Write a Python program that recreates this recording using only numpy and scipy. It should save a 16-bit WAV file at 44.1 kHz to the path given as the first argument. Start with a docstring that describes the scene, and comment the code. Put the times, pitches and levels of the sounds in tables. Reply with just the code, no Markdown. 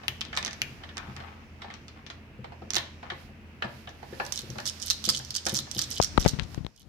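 """A small living room: from the start, wooden draughts pieces ring as they click, slide and knock on the table.
Each is a noisy blow through resonances, heard direct and off the walls; low thuds ring the table's modes.
Then paper, loudest at the right microphone, crinkles: runs of snaps over random crackle in resonant patches.
Near the end fingers thump and rub the recorder's left port as pressure pulses, and the background sinks.
Beneath lie coloured room noise and hiss, brief very high hisses, and a low hum that fades shortly before the end."""
import sys
import numpy as np
from scipy import signal
from scipy.fft import rfft, irfft
from scipy.io import wavfile
from scipy.ndimage import uniform_filter1d

SR = 44100
rng = np.random.default_rng(int(sys.argv[2]) if len(sys.argv) > 2 else 0)


def transcribe(signal):
    """Save signal, clipped to [-1, 1], as a 16-bit WAV file at the path in sys.argv[1]."""
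    frames = np.atleast_2d(signal).T
    limited = np.clip(frames, -1, 1)
    pcm = np.round(limited * 32767).astype(np.int16)
    wavfile.write(sys.argv[1], SR, pcm)


N = 303408
TIME = np.arange(N) / SR
BLOW_TIME = TIME[:4096]   # time within one blow [s]

# Levels and spectra are relative: the mix sets the final gain.
# disc against disc: (time [s], peak [dB], ring [Hz], twice the left-right difference [dB])
DISC_CLICKS = [(0.0818, -9.5, 3080, 17), (0.2098, -17, 3220, -25), (0.2143, -15.5, 3100, 9),
               (0.2515, -27, 3620, 2), (0.342, -34, 3100, 11), (0.352, -29, 4960, -14),
               (0.3662, -18.5, 1710, -27), (0.374, -13, 3670, 7), (0.3875, -23, 5030, -23),
               (0.428, -18.5, 2540, -33), (0.449, -14, 6000, -28), (0.4616, -16.5, 3620, -26),
               (0.469, -21.5, 5940, -13), (0.479, -20.5, 1640, -28), (0.51, -25.5, 5570, -23),
               (0.531, -23.5, 5710, -22), (0.6178, -9.5, 2570, -6), (0.9707, -20.5, 2300, -25),
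               (0.9802, -19.5, 1490, -31), (1.1654, -27, 1840, -9), (1.74, -29.5, 3230, 2),
               (1.8821, -31.5, 4500, -8), (2.0649, -28, 3680, 39), (2.1012, -28.5, 3740, 26),
               (2.7053, -13, 5620, -23), (2.7353, -13.5, 6500, -18), (2.745, -13, 4160, -24),
               (2.755, -10.5, 6400, -22), (2.7623, -12.5, 3740, -18), (2.767, -8, 3940, -23),
               (2.7831, -14.5, 3780, -25), (3.102, -31, 2040, 27), (3.892, -36, 4670, -22)]
# spectrum of a disc blow: (frequency [Hz], level [dB])
DISC_SPECTRUM = [(300, 1), (900, 0), (1600, 7.5), (3000, 7), (6000, 11), (8000, 1), (11000, -13.5),
                 (16000, -43)]
# what a disc sends towards the walls: (frequency [Hz], level [dB])
DISC_OFF_AXIS = [(300, 9.5), (1500, 6.5), (3000, 2.5), (4500, -2), (6200, 0.5), (9000, -8.5), (16000, 21)]
FIRM_CLICK_DB = -9.5   # the shares below hold for a click this strong
CRACK_DB, CRACK_PER_DB = -3.5, -1.26   # light, glancing contacts are more crack than ring
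TICK_DB, TICK_PER_DB = -43, 2.5   # the top tick grows faster than the click
CLICK_ROOM_DB, CLICK_ROOM_PER_DB = -9.5, -0.35   # faint clicks are farther off and wetter

# disc set down on the table or the stack: (time [s], peak [dB], brightness [Hz], wait until it drops flat [s])
SET_DOWNS = [(0.034, -36.5, 1460, 0.0027), (0.082, -40, 570, 0.0072), (0.329, -28, 1800, 0.013),
             (0.3726, -19.5, 3940, 0.004), (0.478, -32.5, 1680, 0.008), (0.836, -35.5, 1890, 0.0049),
             (0.89, -37, 1700, 0.0047), (0.969, -38, 1370, 0.01), (1.202, -36.5, 1160, 0.008),
             (1.619, -33, 2350, 0.016), (1.645, -34, 800, 0.006), (1.702, -34.5, 1710, 0.0078),
             (2.101, -34.5, 2300, 0.0037), (2.443, -32, 830, 0.0036), (2.521, -37, 730, 0.0093),
             (2.619, -39, 397, 0.005), (2.765, -20, 3650, 0.013), (3.029, -33.5, 890, 0.01),
             (3.101, -25, 1630, 0.017), (3.622, -21.5, 1310, 0.022), (3.873, -34, 1330, 0.0074),
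             (4.028, -32, 570, 0.0027), (4.132, -37, 680, 0.0054), (4.199, -18, 800, 0.007),
             (4.556, -33, 660, 0.005), (4.585, -27, 970, 0.012), (5.196, -36.5, 730, 0.0027),
             (5.465, -22, 1180, 0.0073), (5.668, -41, 700, 0.006)]
# resonances of the knocked wood: (frequency [Hz], width [Hz], level [dB])
WOOD_MODES = [(583, 46, -3), (656, 105, 0.5), (715, 190, -3), (1027, 100, -3.5), (1470, 430, -11),
              (1722, 134, 1), (2010, 600, -9.5), (2590, 210, -7.5), (3120, 720, -9.5), (4040, 180, -2),
              (4060, 150, -9)]
FLAT_DB, FLAT_BRIGHTNESS = -8.5, 0.65   # level and brightness ratio of the drop flat, against the first touch
TOUCH_ROOM_DB, FLAT_ROOM_DB = -5, 1

# disc pushed across the wood: (start [s], end [s], level [dB])
DISC_SLIDES = [(0.0, 0.06, -57.5), (0.33, 0.50, -59.5), (0.81, 0.87, -55), (0.96, 1.13, -55.5),
               (1.15, 1.29, -56), (1.29, 1.44, -61.5), (1.59, 1.76, -56.5), (1.96, 2.0, -60.5),
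               (3.03, 3.10, -56), (4.55, 4.62, -65), (5.46, 5.52, -60)]

# low thuds of the table, some under the disc knocks: (time [s], peak [dB], pitch [Hz])
TABLE_THUDS = [(0.084, -37, 44.8), (0.611, -38.5, 55.3), (1.082, -35, 112), (2.388, -33.5, 132),
               (2.621, -37, 413), (2.762, -33, 550), (3.117, -35.5, 520), (3.289, -42.5, 220),
               (3.639, -30.5, 526), (4.125, -33, 181), (4.431, -36.5, 124), (4.493, -30, 114),
               (4.57, -37, 119), (5.075, -26.5, 202), (5.197, -37, 96.9), (5.465, -31, 326),
               (5.524, -26.5, 160), (5.763, -31.5, 108)]
# low modes of the table top: (frequency [Hz], width [Hz], level [dB])
TABLE_MODES = [(50, 9, -5), (129.6, 23, 4.5), (242.3, 46, -4.5), (279, 124, -4.5), (344, 119, -5.5),
               (541, 30, -6.5)]

# paper creases buckling: (time [s], first peak [dB], ring [Hz], snaps, gap [s], change per snap [dB])
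PAPER_CREASES = [(4.251, -30.5, 5200, 2, 0.013, 2), (4.3226, -17, 5750, 2, 0.016, -14),
                 (4.376, -19, 3900, 2, 0.0147, -4), (4.5027, -28, 5570, 1, 0, -3),
                 (4.584, -27, 4300, 2, 0.018, -2), (4.6554, -22, 5400, 3, 0.0102, 3.5),
                 (4.815, -33.5, 5770, 2, 0.0144, 6.5), (4.8813, -23.5, 4930, 1, 0, -4),
                 (4.9014, -6.5, 3980, 3, 0.0054, -4), (5.041, -19, 3220, 3, 0.01, -2.5),
                 (5.0899, -6.5, 4860, 3, 0.0053, -2.5), (5.1497, -22, 4500, 2, 0.023, -1.5),
                 (5.249, -28, 4540, 1, 0, 0), (5.306, -20.5, 5090, 1, 0, -2),
                 (5.3518, -15.5, 4860, 2, 0.011, -1), (5.486, -23, 3540, 2, 0.0085, 2.5),
                 (5.5454, -16.5, 5500, 5, 0.0073, 0), (5.5891, -15, 4200, 1, 0, 0),
                 (5.7135, -20, 5700, 1, 0, 0), (5.783, -18.5, 4630, 2, 0.0084, 7.5),
                 (5.816, -17.5, 5300, 2, 0.0055, 0.5), (5.9126, -19, 5460, 1, 0, 0),
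                 (5.982, -26, 5530, 1, 0, 0), (6.0156, -13.5, 5500, 4, 0.0099, 0.5),
                 (6.198, -23, 5640, 3, 0.0076, -0.5), (6.2441, -27, 3410, 1, 0, 0),
                 (6.2786, -16.5, 5530, 3, 0.0067, -0.8)]
# paper flexing: (start [s], end [s], level [dB])
PAPER_FLEXES = [(4.335, 4.422, -44), (4.662, 4.703, -37.5), (4.803, 4.943, -40.5), (5.043, 5.198, -37.5),
                (5.345, 5.385, -35.5), (5.455, 5.606, -39), (5.718, 5.779, -45.5), (5.783, 5.848, -36),
                (5.9, 5.998, -41.5), (6.016, 6.053, -38), (6.194, 6.316, -45.5), (6.42, 6.441, -50.5),
                (6.76, 6.83, -60.5)]
# spectrum of a paper snap: (frequency [Hz], level [dB])
PAPER_SPECTRUM = [(300, -37.5), (800, -18), (1350, -8), (2400, -13), (3200, -4), (4700, 2.5), (6100, 5.5),
                  (7500, -2), (9500, -8.5), (13500, -13), (15500, -23), (16500, -36)]
# patches of the sheet: (frequency [Hz], width [Hz], level [dB])
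PAPER_PATCHES = [(3000, 150, 3.5), (3920, 1200, 5), (4750, 350, -2.5), (5080, 270, -2), (5460, 630, -21),
                 (6700, 3900, 9.5), (7780, 210, 0.5), (12000, 1600, -1)]
SNAP_CRACK_DB, SNAP_PITCH_SPREAD = -6.5, 0.027   # broad crack of each snap; share by which its ring varies

# fingers on the left port: (time [s], push level [dB], brightness [Hz], scuff [s], rub against push [dB])
PORT_BUMPS = [(6.0008, 1, 1020, 0.0041, -41), (6.177, 0.5, 2000, 0.0028, -6), (6.18, 2, 1070, 0.00082, -41),
              (6.2502, -15, 650, 0.019, -4.5), (6.2611, 3, 760, 0.012, -19),
              (6.334, -17.5, 211, 0.014, -13), (6.388, -22, 248, 0.047, -2),
              (6.3967, -21, 2430, 0.00025, 13.5), (6.419, -22.5, 130, 0.01, -20),
              (6.546, -17.5, 4060, 0.0025, -9), (6.577, -17.5, 296, 0.016, -16),
              (6.607, -24, 200, 0.0027, -19), (6.648, -21.5, 333, 0.00073, -7),
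              (6.6656, -21.5, 1550, 0.0013, 0.5)]
# grip rumble on the recorder: (time [s], level [dB])
GRIP_LEVEL = [(5.95, -58), (6.224, -37.5), (6.5, -45), (6.636, -46.5), (6.76, -66), (6.88, -50.5)]
# how the port takes a push: (frequency [Hz], level [dB])
PORT_SPECTRUM = [(15, -37), (40, 3.5), (85, 3.5), (160, 4), (400, -3), (900, -0.5), (2500, -5), (16000, 16)]
# rubbing fingers: (frequency [Hz], level [dB])
RUB_SPECTRUM = [(500, 3.5), (2000, 1), (4000, -3.5), (7000, -20), (16000, -39)]
SCUFF_DB, SCUFF_REFERENCE_S = 1, 0.01   # scuffing against the clean press, for a scuff of the reference length

# reverberation: (frequency [Hz], 60 dB decay time [s])
ROOM_DECAY = [(100, 0.53), (500, 0.41), (2500, 0.4), (6000, 0.37), (14000, 0.21)]
# left port facing away: (frequency [Hz], gain [dB])
LEFT_PORT_SHADE = [(100, 1), (3000, 3.5), (4500, 3.5), (6000, -8.5), (8000, -20.5), (11000, -3.5),
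                   (16000, -17.5)]

# brief very high hisses, the early ones trailing after firm clicks: (middle [s], half length [s], level [dB])
HIGH_HISSES = [(0.13, 0.088, -59), (0.676, 0.12, -58), (1.14, 0.16, -64), (3.216, 0.066, -58.5),
               (3.763, 0.09, -58), (4.18, 0.1, -57.5), (4.29, 0.082, -55.5), (4.75, 0.65, -52.5),
               (5.575, 0.048, -66), (5.884, 0.14, -52), (6.237, 0.098, -58.5), (6.531, 0.046, -54)]
# spectrum of the very high hiss: (frequency [Hz], level [dB])
TOP_HISS_SPECTRUM = [(5000, 2), (8500, -11.5), (12000, -7.5), (15500, -16), (17000, -69)]
# room noise over time: (time [s], level [dB])
ROOM_NOISE_LEVEL = [(0.0, -50.5), (0.4, -46), (1.59, -50.5), (3.98, -50), (4.43, -48.5), (5.27, -52),
                    (6.29, -45.5), (6.51, -54), (6.63, -59), (6.88, -72.5)]
# spectrum of the room noise: (frequency [Hz], level [dB])
ROOM_NOISE_SPECTRUM = [(25, -39), (45, -4), (62, -9), (81, -5), (100, -9.5), (130, -4.5), (165, -10.5),
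                       (220, -8.5), (330, -14), (560, -20), (1100, -26), (2700, -24.5), (3400, -36),
                       (7000, -53)]
# treble hiss over time: (time [s], level [dB])
TREBLE_HISS_LEVEL = [(0.0, -54), (0.48, -57), (0.67, -53), (1.57, -60), (1.82, -58), (2.32, -69),
                     (2.63, -59), (2.95, -55), (3.37, -65), (4.16, -64), (4.37, -57), (4.62, -46),
                     (4.98, -40.5), (5.36, -39.5), (5.96, -42.5), (6.15, -42.5), (6.76, -59.5), (6.88, -73)]
# spectrum of the treble hiss: (frequency [Hz], level [dB])
TREBLE_HISS_SPECTRUM = [(2000, -22), (3500, -16.5), (5500, -8), (7000, -16.5), (9000, -30.5), (16000, -40)]
ROOM_NOISE_DB, HISS_DB, TOP_FLOOR_DB = -0.5, -11, -75
HUM_HZ, HUM_DB, HUM_END_S, HUM_FADE_S = 82.7, -51.5, 6.69, 0.13
CUTOFF_HZ = 16500


def from_db(db):
    """Decibels to gain."""
    return 10 ** (np.asarray(db) / 20)


def rms_one(x):
    """Scale to rms 1."""
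    return x / np.sqrt(np.mean(x ** 2) + 1e-20)


def unit(x):
    """Scale each channel to energy 1."""
    return x / np.sqrt(np.sum(x ** 2, axis=-1, keepdims=True) + 1e-20)


def peak_one(x):
    """Scale each channel of a blow so that its envelope tops at 1."""
    envelope = uniform_filter1d(np.abs(signal.hilbert(x)) ** 2, size=24, axis=-1)
    return x / np.sqrt(envelope.max(axis=-1, keepdims=True) + 1e-20)


def level_in_time(rows):
    """A level curve, read at every sample."""
    s, db = np.transpose(rows)
    return np.interp(TIME, s, db)


def at_hz(points, hz):
    """Read a table on a log-frequency axis."""
    f, value = np.transpose(points)
    return np.interp(np.log(hz + 1e-3), np.log(f), value)


def fade(t, t60):
    """Exponential decay by 60 dB in t60 seconds."""
    return np.exp(-np.log(1000) * t / max(t60, 1e-4))


def colour(x, spectrum, size=4096):
    """Causal, minimum-phase filter with the given spectrum."""
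    gain = from_db(at_hz(spectrum, np.fft.rfftfreq(size, 1 / SR)))
    cepstrum = irfft(np.log(gain))
    folded = np.r_[cepstrum[0], 2 * cepstrum[1:size // 2]]
    kernel = irfft(np.exp(rfft(folded, size)))[:size // 2]
    return signal.oaconvolve(np.atleast_2d(x), kernel[None], axes=1)[:, :x.shape[-1]]


def resonate(x, hz, width):
    """One resonance with gain 1 on top."""
    r = np.exp(-np.pi * width / SR)
    zeros = np.array([1, 0, -1]) * (1 - r * r) / 2
    poles = [1, -2 * r * np.cos(2 * np.pi * hz / SR), r * r]
    return signal.lfilter(zeros, poles, x + 1e-18)


def soften(x, hz, order=2):
    """Low-pass."""
    low_pass = signal.butter(order, min(hz, SR / 2 - 1000), fs=SR, output="sos")
    return signal.sosfilt(low_pass, x + 1e-18)


def body(x, modes, spread_db):
    """Each blow excites the modes with strengths of its own."""
    total = 0
    for k, (hz, width, db) in enumerate(modes):
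        strength = (-1) ** k * from_db(db + spread_db * rng.normal())
        total = total + strength * resonate(x, hz, width)
    return total


def contact(scatter_db, t60):
    """An impulse and its quickly dying scatter, different at each microphone."""
    noise = rng.standard_normal((2, len(BLOW_TIME)))
    force = from_db(scatter_db) * unit(noise * fade(BLOW_TIME, t60))
    force[:, 0] += 1
    return force


def strokes(spans, size):
    """Gain of a list of strokes, their edges smoothed over size samples."""
    gain = sum(from_db(db) * ((TIME > start) & (TIME < end)) for start, end, db in spans)
    return uniform_filter1d(gain, size=size)


def grains(per_s, spread_db):
    """Clicks at random moments, a few much larger than the rest."""
    happens = rng.random(N) < per_s / SR
    size = from_db(spread_db * np.minimum(rng.exponential(1, N), 4))
    return happens * size * rng.choice([-1, 1], N)


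def add(out, s, sound, lag=0):
    """Mix a stereo sound in at s; the left side comes lag seconds later."""
    for side, start in enumerate([s + lag, s]):
        i = int(start * SR)
        out[side, i:i + sound.shape[1]] += sound[side, :N - i]


def panned(db):
    """Left and right gains, db apart, of rms 1 together."""
    gains = from_db([[db / 2], [-db / 2]])
    return rms_one(gains)


def disc_clicks():
    """A hard contact rings a disc for a few cycles; its edge cracks, and a fine tick grows with firmness."""
    near, far = np.zeros((2, 2, N))
    for s, db, hz, pan in DISC_CLICKS:
        firmness = db - FIRM_CLICK_DB
        force = colour(contact(scatter_db=-4.5, t60=0.018), DISC_SPECTRUM)
        ring = unit(resonate(force, hz, 0.18 * hz))
        crack = from_db(CRACK_DB + CRACK_PER_DB * firmness) * unit(force)
        click = from_db(db) * peak_one(ring + crack)
        snick = resonate(soften(contact(scatter_db=47, t60=0.0032), 10000, order=4), 12600, 5900)
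        tick_gain = from_db(TICK_DB + TICK_PER_DB * firmness)
        tick = tick_gain * rms_one(resonate(snick, 12500, 7000)) * panned(-5)
        add(near, s, click * panned(pan / 2) + from_db(-5.5) * tick, lag=0.00013)
        # the walls get the ring and the broad crack
        spread = from_db(-3.5) * resonate(click, hz, 0.75 * hz) + from_db(db - 5) * peak_one(force)
        room_gain = from_db(CLICK_ROOM_DB + CLICK_ROOM_PER_DB * firmness)
        add(far, s, spread * room_gain + from_db(-15.0) * tick)
    return near, colour(far, DISC_OFF_AXIS)


def knock(db, hz):
    """One touch of a disc on wood; the lower its brightness, the duller the wood rings."""
    force = contact(scatter_db=12, t60=0.04)
    modes = unit(body(force, WOOD_MODES, spread_db=3.5))
    wood = modes + from_db(-4.5) * unit(resonate(force, hz, 0.67 * hz))
    rim = unit(resonate(soften(force, 4900), 3900, 1600))
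    mix = unit(soften(wood, 2.32 * hz)) + from_db(-15.0) * rim
    return from_db(db) * peak_one(mix) * panned(-4.5)


def table_knocks():
    """A disc lands on its rim, then drops flat with a weaker, duller knock."""
    near, far = np.zeros((2, 2, N))
    for s, db, hz, drop_s in SET_DOWNS:
        touch = knock(db, hz)
        flat = knock(db + FLAT_DB, hz * FLAT_BRIGHTNESS)
        for start, sound, room_db in [(s, touch, TOUCH_ROOM_DB), (s + drop_s, flat, FLAT_ROOM_DB)]:
            add(near, start, sound, lag=0.00022)
            add(far, start, sound * from_db(room_db))
    return near, far


def slides():
    """The grain of the wood catches and slips as a disc is pushed along."""
    slips = np.array([grains(per_s=400, spread_db=4.5) for side in range(2)])
    texture = rms_one(soften(resonate(slips, 930, 800), 3600))
    scrape = strokes(DISC_SLIDES, size=900) * texture
    return from_db(3.5) * scrape, scrape


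def table_thuds():
    """A soft blow rings the low modes of the table top."""
    out = np.zeros((2, N))
    for s, db, hz in TABLE_THUDS:
        force = contact(scatter_db=12.5, t60=0.055)[0]
        thud = resonate(body(force, TABLE_MODES, spread_db=2), hz, 2 * hz)
        add(out, s, from_db(db) * peak_one(thud) * panned(1.4))
    return out, from_db(-0.5) * out


def paper_snaps():
    """Creases buckle in runs of sharp snaps, each a ring and a broad crack."""
    snaps = np.zeros((2, N))
    for s, db, crease_hz, count, gap_s, step_db in PAPER_CREASES:
        for k in range(int(round(count))):
            hz = crease_hz * np.exp(SNAP_PITCH_SPREAD * rng.normal())
            buckle = contact(scatter_db=15, t60=0.01)
            shiver = contact(scatter_db=12, t60=0.035)
            force = colour(buckle + from_db(-3) * shiver, PAPER_SPECTRUM)
            ring = unit(resonate(force, hz, 0.09 * hz))
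            snap = peak_one(from_db(-12.5) * ring + from_db(SNAP_CRACK_DB) * unit(force))
            add(snaps, s + k * gap_s, from_db(db + k * step_db) * snap, lag=-0.0002)
    return snaps


def paper_crackle():
    """Patches of different size crackle at random moments while the sheet flexes."""
    crackle = 0
    for hz, width, db in PAPER_PATCHES:
        flick = contact(scatter_db=4, t60=0.003)
        crease = unit(resonate(colour(flick, PAPER_SPECTRUM), hz, width))[:, :SR // 100]
        flicks = [grains(per_s=75, spread_db=4.5)]
        crackle = crackle + from_db(db) * signal.oaconvolve(flicks, crease, axes=1)[:, :N]
    return strokes(PAPER_FLEXES, size=400) * rms_one(crackle)


def paper():
    """Snaps and crackle of one sheet, louder at the right microphone."""
    sheet = paper_snaps() + from_db(3.0) * paper_crackle()
    return sheet * panned(-7.5), from_db(-8.5) * sheet


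def port_bumps():
    """Fingers press and rub on the left port: pressure pulses with a slow rebound."""
    out = np.zeros((2, N))
    for s, db, hz, scuff_s, rub_db in PORT_BUMPS:
        # a longer scuff holds more energy
        scatter_db = SCUFF_DB + 10 * np.log10(scuff_s / SCUFF_REFERENCE_S)
        follow_through = from_db(-14) * unit(fade(BLOW_TIME, 0.0046))   # of the soft fingertip
        force = contact(scatter_db, t60=3 * scuff_s)[0] + follow_through
        push = soften(colour(force, PORT_SPECTRUM), hz, order=3)
        rub = colour(contact(scatter_db=40, t60=4 * scuff_s)[0], RUB_SPECTRUM)
        bump = push / np.abs(push).max() + from_db(rub_db) * rub / np.abs(rub).max()
        add(out, s, from_db(db) * bump * from_db([[0], [-36]]))
    return out


def grip():
    """Rumble and friction of the hand on the recorder, far stronger at the left."""
    onset = np.clip((TIME - GRIP_LEVEL[0][0]) / 0.076, 0, 1)
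    strength = from_db(level_in_time(GRIP_LEVEL)) * onset
    rumble = rms_one(soften(colour(rng.standard_normal(N), PORT_SPECTRUM), 233))
    friction = rms_one(resonate(rng.standard_normal(N), 450, 750))
    return strength * (rumble + from_db(-13) * friction) * from_db([[3], [-16]])


def room(x, gap_s):
    """Diffuse tail after the first wall echo, dying faster in the treble, alike on both sides in the bass."""
    t, tail = TIME[:SR // 2], 0
    edges = np.geomspace(30, 18000, 11)
    for low, high in zip(edges, edges[1:]):
        hz = np.sqrt(low * high)
        band = signal.butter(2, [low, high], "band", fs=SR, output="sos")
        mid, side = signal.sosfilt(band, rng.standard_normal((2, len(t))))
        alike = 1 / (1 + (hz / 900) ** 2)
        stereo = np.sqrt(1 + alike) * mid + np.sqrt(1 - alike) * side * [[1], [-1]]
        tail = tail + stereo * fade(t, at_hz(ROOM_DECAY, hz))
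    tail = tail * (1 - np.exp(-(t / gap_s) ** 2))
    tail = tail * (1 + 2.2 * fade(t, 0.053))   # near walls answer strongest
    return signal.oaconvolve(x, unit(tail), axes=1)[:, :N]


def stereo_noise(spectrum):
    """Diffuse noise, mostly alike at both microphones in the bass; rms 1."""
    mid, side = rng.standard_normal((2, N))
    side = colour(side, [(60, -7.5), (300, -15), (1000, -1), (16000, 0)])
    return rms_one(colour(mid + side * [[1], [-1]], spectrum))


def high_hisses():
    """Brief very high hisses swell and fade, mostly at the right, over a faint steady one."""
    swell = sum(from_db(db) * np.exp(-((TIME - s) / half_s) ** 2) for s, half_s, db in HIGH_HISSES)
    return (swell + from_db(TOP_FLOOR_DB)) * stereo_noise(TOP_HISS_SPECTRUM) * panned(-28)


def narrow_noise(hz, width):
    """Noise through the same resonance twice, a wavering tone; rms 1."""
    once = resonate(rng.standard_normal(N), hz, width)
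    return rms_one(resonate(once, hz, width))


def background():
    """Room noise, a wavering appliance hum that fades shortly before the end, and a hiss that swells and sinks."""
    air_gain = from_db(level_in_time(ROOM_NOISE_LEVEL) + ROOM_NOISE_DB)
    air = air_gain * stereo_noise(ROOM_NOISE_SPECTRUM)
    hiss_gain = from_db(level_in_time(TREBLE_HISS_LEVEL) + HISS_DB)
    hiss = hiss_gain * stereo_noise(TREBLE_HISS_SPECTRUM) * panned(-9.0)
    steady = np.sin(2 * np.pi * HUM_HZ * TIME)
    hum = from_db(HUM_DB) * (1.1 * steady + 0.45 * narrow_noise(HUM_HZ, 4.5))
    drone = from_db(-59.5) * narrow_noise(219.4, 30)   # a mode of the room
    fade_out = np.clip((HUM_END_S - TIME) / HUM_FADE_S, 0, 1)
    return air + hiss + (hum + drone) * fade_out


def scene():
    """Each source gives a direct sound and a share for the room; the left port, facing away, loses top treble."""
    sources = [disc_clicks(), table_knocks(), slides(), table_thuds(), paper()]
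    direct, to_walls = map(sum, zip(*sources))
    left, right = direct + room(to_walls, gap_s=0.0017)
    heard = np.vstack([colour(left, LEFT_PORT_SHADE), right])
    return heard + port_bumps() + grip() + high_hisses() + background()


def record(dry):
    """Peaks are clipped just under full scale, then the top is cut."""
    top_cut = signal.ellip(10, 0.2, 80, CUTOFF_HZ, fs=SR, output="sos")
    return signal.sosfilt(top_cut, np.clip(dry, -0.92, 0.92))


dry = scene()
out = record(dry)
transcribe(out)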